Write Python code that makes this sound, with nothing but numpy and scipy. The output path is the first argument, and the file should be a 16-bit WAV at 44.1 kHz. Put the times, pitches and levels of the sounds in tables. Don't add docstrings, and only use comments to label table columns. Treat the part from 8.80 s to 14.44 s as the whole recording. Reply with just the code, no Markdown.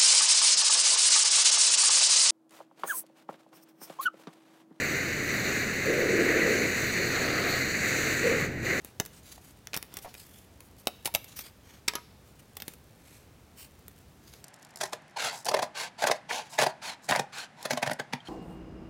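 import sys
import numpy as np
from scipy import signal
from scipy.fft import rfft, irfft
from scipy.io import wavfile

SR = 44100
rng = np.random.default_rng(int(sys.argv[2]) if len(sys.argv) > 2 else 0)


def store_wav(level_fs):
    pcm = np.round(np.clip(np.atleast_2d(level_fs), -1, 1) * 32767)
    wavfile.write(sys.argv[1], SR, pcm.T.astype(np.int16))


N = 248546
TIME = np.arange(N) / SR
CUTOFF_HZ = 16000

# frequency in Hz, relative level in dB.
ROOM_TONE = [(15, -56), (25, -10), (36, -16.5), (64, 1.5), (157, -4), (194, -5.5), (352, -11), (486, -12.5),
             (527, -13.5), (729, -16), (857, -17), (1060, -20), (2150, -23.5), (2970, -25.5), (15800, -34)]
# frequency in Hz, early reflections in dB, tail in dB, tail t60 in seconds.
ROOM_REVERB = [(125, -33, -19, 1), (496, -9.5, -18, 0.26), (1480, -10.5, -18, 0.41),
               (3950, -20.5, -20, 0.79), (8000, -21, -24.5, 0.3), (14000, -14, -20, 0.54)]
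# midpoint in seconds, length in seconds,
# level in dB, tilt in dB per octave, pitch of the touched strip in Hz.
STROKES = [(0.078, 0.11, -59.5, -2.5, 11600), (0.362, .11, -58.5, -0.5, 8700),
           (0.508, .19, -54.5, 1.2, 7600), (0.671, 0.15, -59, 0.5, 14800), (1.154, 0.12, -56.5, -4.5, 5570),
           (1.237, 0.049, -50.5, 0.5, 14400), (1.291, .1, -59, -0.5, 6000), (1.395, 0.15, -54, 3, 5280),
           (1.544, 0.3, -59.5, 0.5, 14800), (1.851, 0.099, -65, 11, 10100), (2.0, 0.056, -57.5, 2, 11800),
           (2.509, 0.095, -54.5, -1, 7100), (2.593, .08, -42.5, 2, 6200), (2.662, 0.084, -50, -1, 5000),
           (2.912, 0.22, -60, -2.5, 6500), (3.483, 0.11, -67, 5, 12860), (3.595, 0.032, -59.5, 0, 9300),
           (3.904, .11, -56.5, 2, 2700), (4.33, 0.31, -61.5, -1, 11900), (4.821, 0.13, -52, 1, 14800),
           (5.511, 0.21, -60.5, -0.5, 6400)]
# start in seconds, length in seconds, slips per second, level in dB.
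SQUEAKS = [(0.579, .003, 790, -44), (1.247, .015, 616, -37.5), (1.262, .013, 650, -41),
           (1.28, .006, 205, -35.5)]
# pitch in Hz, level in dB, t60 in seconds.
SQUEAK_MODES = [(720, -15, 0.025), (900, -1, 0.0068), (1870, -7, 0.0031)]
# start in seconds, pitch in Hz, level in dB.
SLOT_KNOCKS = [(2.2756, 926, -13), (2.3495, 646, -7.5)]
# bottom in Hz, top in Hz.
REGISTERS = [(75, 440), (450, 1500), (1600, 6400), (7000, 16500)]
# start in seconds, contact time in seconds, level in dB.
BOUNCES = [(3.0794, 0.002, -7.5), (3.0825, 0.00126, 1), (3.136, 0.00067, -20), (3.1533, 0.0019, -9),
           (3.183, .0013, -44)]
# pitch in Hz, level in dB, t60 in seconds.
DISC_MODES = [(440.5, -9.5, 0.33), (963, -12, .12), (1256, -11.5, 0.11), (1385, -9, 0.03),
              (1674, -4.5, 0.05), (2205, -10, .06), (2500, -12, 0.086), (3110, -5.5, .05),
              (3615, -12, 0.026), (4770, -21, .055), (5500, -3.5, 0.014), (6050, -7.5, 0.015),
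              (7850, -8.5, 0.011), (11100, -4, .009)]
# pitch in Hz, level in dB, t60 in seconds.
SHEET_MODES = [(293, -15, 0.051), (495, -21, 0.56), (654, -18, 0.05), (806, -4, 0.017), (2198, -12, 0.022),
               (2636, -12, 0.026), (3050, -16, 0.036), (3620, -12, 0.06), (5390, -24, 0.11),
               (11300, -25, .045)]
# start in seconds, pitch of its ping in Hz.
STRIP_PITCHES = [(0, 12380), (0.15, 6070), (0.23, 9000), (0.8, 5630), (0.9, 2440), (0.96, 5580),
                 (1.3, 2460), (2.0, 3780), (2.2, 9800), (2.3, 12260), (3.7, 14200), (5.3, 6500)]
# start in seconds, length in seconds,
# level in dB, edge in dB relative to that level.
FIBRE_CRACKS = [(0.0472, 0.0011, -27.5, 11), (0.2516, .0011, -29, 3), (0.26, 0.0015, -25, 7.5),
                (0.8714, 0.00041, -20, -3), (0.9329, 0.00091, -16.5, -12), (0.9406, 0.001, -15, -11),
                (0.9433, 0.0012, -12, -1.5), (0.9476, 0.0029, -18, -3), (0.955, 0.00069, -17.5, -5),
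                (1.0268, 0.00058, -20, 4), (1.14, 0.0013, -30.5, 12), (1.169, 0.0025, -18, 5),
                (1.187, 0.0033, -25, 2), (1.341, 0.002, -27.5, 3.5), (1.35, 0.0018, -27, -6),
                (1.805, 0.0016, -31.5, 5), (2.2483, 0.0023, -28.5, 9.5), (2.273, 0.0028, -14.5, 1),
                (2.3395, 0.0085, -18.5, 6), (2.443, 0.0025, -28, 4.5), (2.5905, 0.0022, -17, -1.5),
                (3.7684, 0.0023, -20.5, 4.5), (3.8014, 0.0022, -21.5, -11), (3.8209, 0.0017, -16, -4),
                (3.937, 0.0012, -34, 6), (5.081, 0.0014, -32.5, 11), (5.537, .0017, -28, -3)]
# start in seconds, length in seconds, level in dB,
# then thump, knock, edge and recoil in dB relative to that level.
TAB_SNAPS = [(0.1995, 0.0016, -5.5, 0.5, -6.5, -1.5, -23), (0.9651, 0.00092, -17, 4.5, -0.5, 7.5, 2.5),
             (2.071, 0.0015, -4, -2, -5, -2, -17.5), (2.2562, 0.0036, -6, -13, -13.5, 1, -10.5),
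             (2.3491, 0.0015, 0.5, -16, -18, -9, -15.5), (3.8803, 0.0019, -18.5, 0, -9, 4, -25)]


def from_db(db):
    return 10 ** (np.asarray(db) / 20)


def unit_energy(x):
    return x / np.sqrt(np.sum(x ** 2) + 1e-20)


def at_hz(points, hz, column=1):
    points = np.array(points)
    return np.interp(np.log(hz), np.log(points[:, 0]), points[:, column])


def add(out, start, sound):
    first = max(0, round(start * SR))
    out[first:first + len(sound)] += sound[:N - first]


def bandpass(x, edges_hz, order=2):
    return signal.sosfilt(signal.butter(order, edges_hz, "band", fs=SR, output="sos"), x)


def ring(force, hz, t60):
    radius, angle = from_db(-60 / (t60 * SR)), 2 * np.pi * hz / SR
    return signal.lfilter([0, np.sin(angle)], [1, -2 * radius * np.cos(angle), radius ** 2], force + 1e-18)


def room_tone(level_db=-56):
    hz = np.maximum(np.fft.rfftfreq(N, 1 / SR), 1)
    rumble = irfft(rfft(rng.standard_normal(N)) * from_db(at_hz(ROOM_TONE, hz)), N)
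    return from_db(level_db) * unit_energy(rumble) * np.sqrt(N)


def room_reverb(x, first_s=0.0038, build_s=0.011, early_t60=0.07):
    t, response = TIME[:SR * 2 // 3], 0
    fade_in = np.clip(t / first_s - 1, 0, 1)
    edges_hz = np.geomspace(22, 17000, 25)
    for low, high in zip(edges_hz, edges_hz[1:]):
        hz = np.sqrt(low * high)
        early_db, tail_db, tail_t60 = (at_hz(ROOM_REVERB, hz, column) for column in (1, 2, 3))
        early, tail = bandpass(rng.standard_normal((2, len(t))), [low, high]) * fade_in
        early = unit_energy(early * from_db(-60 * t / early_t60))
        tail = unit_energy(tail * (1 - np.exp(-t / build_s)) * from_db(-60 * t / tail_t60))
        share = np.sqrt(2 * hz * np.log(high / low) / SR)
        response += share * (from_db(early_db) * early + from_db(tail_db) * tail)
    return signal.fftconvolve(x, response)[:N]


def strain_ticks(per_s=80, level_db=-67.5, decay_s=0.002, low_hz=1800, strain_s=0.32):
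    clicks = (rng.random(N) < per_s / SR) * rng.uniform(0.4, 1, N)
    envelope = signal.lfilter([1], [1, -np.exp(-1 / (decay_s * SR))], clicks + 1e-18)
    low_cut = signal.butter(1, low_hz, "high", fs=SR, output="sos")
    ticks = signal.sosfilt(low_cut, envelope * rng.standard_normal(N))
    to_break = np.min([np.abs(TIME - row[0]) for row in TAB_SNAPS + FIBRE_CRACKS], axis=0)
    return from_db(level_db) * np.exp(-to_break / strain_s) * unit_energy(ticks) * np.sqrt(N)


def rubbing(grain_db=4.0, catch_db=3.5, catches_per_s=150, strips_db=-4.5, note_db=-9.5, low_hz=1300):
    out = np.zeros(N)
    for middle, length, level_db, tilt, note_hz in STROKES:
        t = TIME[:round(length * SR)]
        ticks = rng.standard_normal(len(t)) * from_db(grain_db * rng.standard_normal(len(t)))
        strips = sum(unit_energy(ring(ticks, hz, t60=0.011)) for hz in rng.uniform(2200, 15500, 12))
        scrape = unit_energy(ticks) + from_db(strips_db) * unit_energy(strips)
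        hz = np.maximum(np.fft.rfftfreq(len(t), 1 / SR), 1)
        colour = from_db(tilt * np.log2(hz)) * hz / np.hypot(hz, low_hz) * (hz < CUTOFF_HZ)
        scrape = unit_energy(irfft(rfft(scrape) * colour, len(t)))
        scrape += from_db(note_db) * unit_energy(ring(ticks, note_hz, 24 / note_hz))
        catching = np.interp(t * catches_per_s, np.arange(len(t)), rng.standard_normal(len(t)))
        swell = from_db(level_db + catch_db * catching) * np.sin(np.linspace(0, np.pi, len(t)))
        add(out, middle - length / 2, swell * scrape * np.sqrt(len(t)))
    return out


def squeaks(jitter=0.2, uneven_db=2.5):
    slips = np.zeros(N)
    for start, length, per_s, level_db in SQUEAKS:
        offsets = np.cumsum(np.abs(1 + jitter * rng.standard_normal(24))) / per_s
        offsets -= offsets[0]
        for offset in offsets[offsets < length]:
            add(slips, start + offset, from_db([level_db + uneven_db * rng.standard_normal()]))
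    return sum(from_db(db) * ring(slips, hz, t60) for hz, db, t60 in SQUEAK_MODES)


def fibre_burst(t, length, rise_s=0.00009, stretch=1.44, uneven_db=3.0):
    envelope = (1 - np.exp(-t / rise_s)) * np.exp(-t / (stretch * length))
    return envelope * rng.standard_normal(len(t)) * from_db(uneven_db * rng.standard_normal(len(t)))


def wood_hits(hits, modes, attack_db, ring_db, scatter_db, detune, colour_share):
    out, t = np.zeros(N), TIME[:SR // 4]
    centres_hz = np.sqrt(np.prod(REGISTERS, axis=1))
    for start, length, level_db, thump_db, knock_db, edge_db, *_ in hits:
        colour = [thump_db, knock_db, 0, edge_db]
        for edges_hz, register_db in zip(REGISTERS, colour):
            attack = bandpass(fibre_burst(t[:SR // 20], length) + 1e-18, edges_hz)
            add(out, start, from_db(level_db + register_db + attack_db) * unit_energy(attack))
        force = fibre_burst(t, length)
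        for hz, mode_db, t60 in modes:
            level_shift, pitch_shift = np.clip(rng.standard_normal(2), -2, 2)
            drive_db = level_db + colour_share * at_hz(list(zip(centres_hz, colour)), hz)
            gain = from_db(drive_db + mode_db + ring_db + scatter_db * level_shift)
            add(out, start, gain * unit_energy(ring(force, hz * (1 + detune * pitch_shift), t60)))
    return out


def slot_knocks(contact_s=0.00023, ring_cycles=26):
    out, t = np.zeros(N), TIME[:SR // 10]
    for start, hz, level_db in SLOT_KNOCKS:
        note = ring(fibre_burst(t, contact_s), hz, ring_cycles / hz)
        add(out, start, from_db(level_db) * unit_energy(note))
    return out


def table_clack(gain_db=-5.5, t60=0.071, band_hz=(900, 4800)):
    out, t = np.zeros(N), TIME[:SR // 4]
    for start, _, level_db in BOUNCES:
        clack = bandpass(rng.standard_normal(len(t)) * from_db(-60 * t / t60), band_hz, order=3)
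        add(out, start, from_db(level_db + gain_db) * unit_energy(clack))
    return out


def disc_drop(thump_db=-21, knock_db=-14.5, edge_db=-9.5, dulling=0.8):
    hits = [(start, length, db, thump_db - dulling * db, knock_db - dulling * db, edge_db)
            for start, length, db in BOUNCES]
    return wood_hits(hits, DISC_MODES, attack_db=1.0, ring_db=-2.0, scatter_db=5.0,
                     detune=0.0016, colour_share=0.57)


def strip_pings(hits, t60_at_3khz=0.011, falloff=0.3):
    out, t = np.zeros(N), TIME[:SR // 10]
    for start, length, level_db, *_, ping_db in hits:
        hz = [pitch for since, pitch in STRIP_PITCHES if since <= start][-1]
        ping = ring(fibre_burst(t, length / 2), hz, t60_at_3khz * (3000 / hz) ** falloff)
        add(out, start, from_db(level_db + ping_db) * unit_energy(ping))
    return out


def crack_hit(start, length, level_db, edge_db, ping_db=-1.0):
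    thump_db = -15.0 + 1.53 * edge_db
    knock_db = -8.5 + 0.36 * edge_db
    return start, length, level_db, thump_db, knock_db, edge_db, ping_db


def breaking_tabs(snap_ping_db=-0.5, recoil_delay_s=0.008, recoil_length_s=0.0012):
    hits = [crack_hit(*row) for row in FIBRE_CRACKS]
    for start, length, level_db, *colour, recoil_db in TAB_SNAPS:
        hits.append((start, length, level_db, *colour, snap_ping_db))
        hits.append(crack_hit(start + recoil_delay_s, recoil_length_s, level_db + recoil_db, edge_db=5.5))
    sheet = wood_hits(hits, SHEET_MODES, attack_db=0.5, ring_db=0.0, scatter_db=0.3,
                      detune=0.0346, colour_share=0.74)
    return sheet + strip_pings(hits)


def scene():
    wood = breaking_tabs() + disc_drop() + table_clack() + slot_knocks()
    wood += squeaks() + rubbing() + strain_ticks()
    return (room_tone() + wood + room_reverb(wood))[None]


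def record(dry):
    return signal.sosfilt(signal.ellip(10, 0.2, 70, CUTOFF_HZ, fs=SR, output="sos"), dry)


dry = scene()
out = record(dry)
store_wav(out)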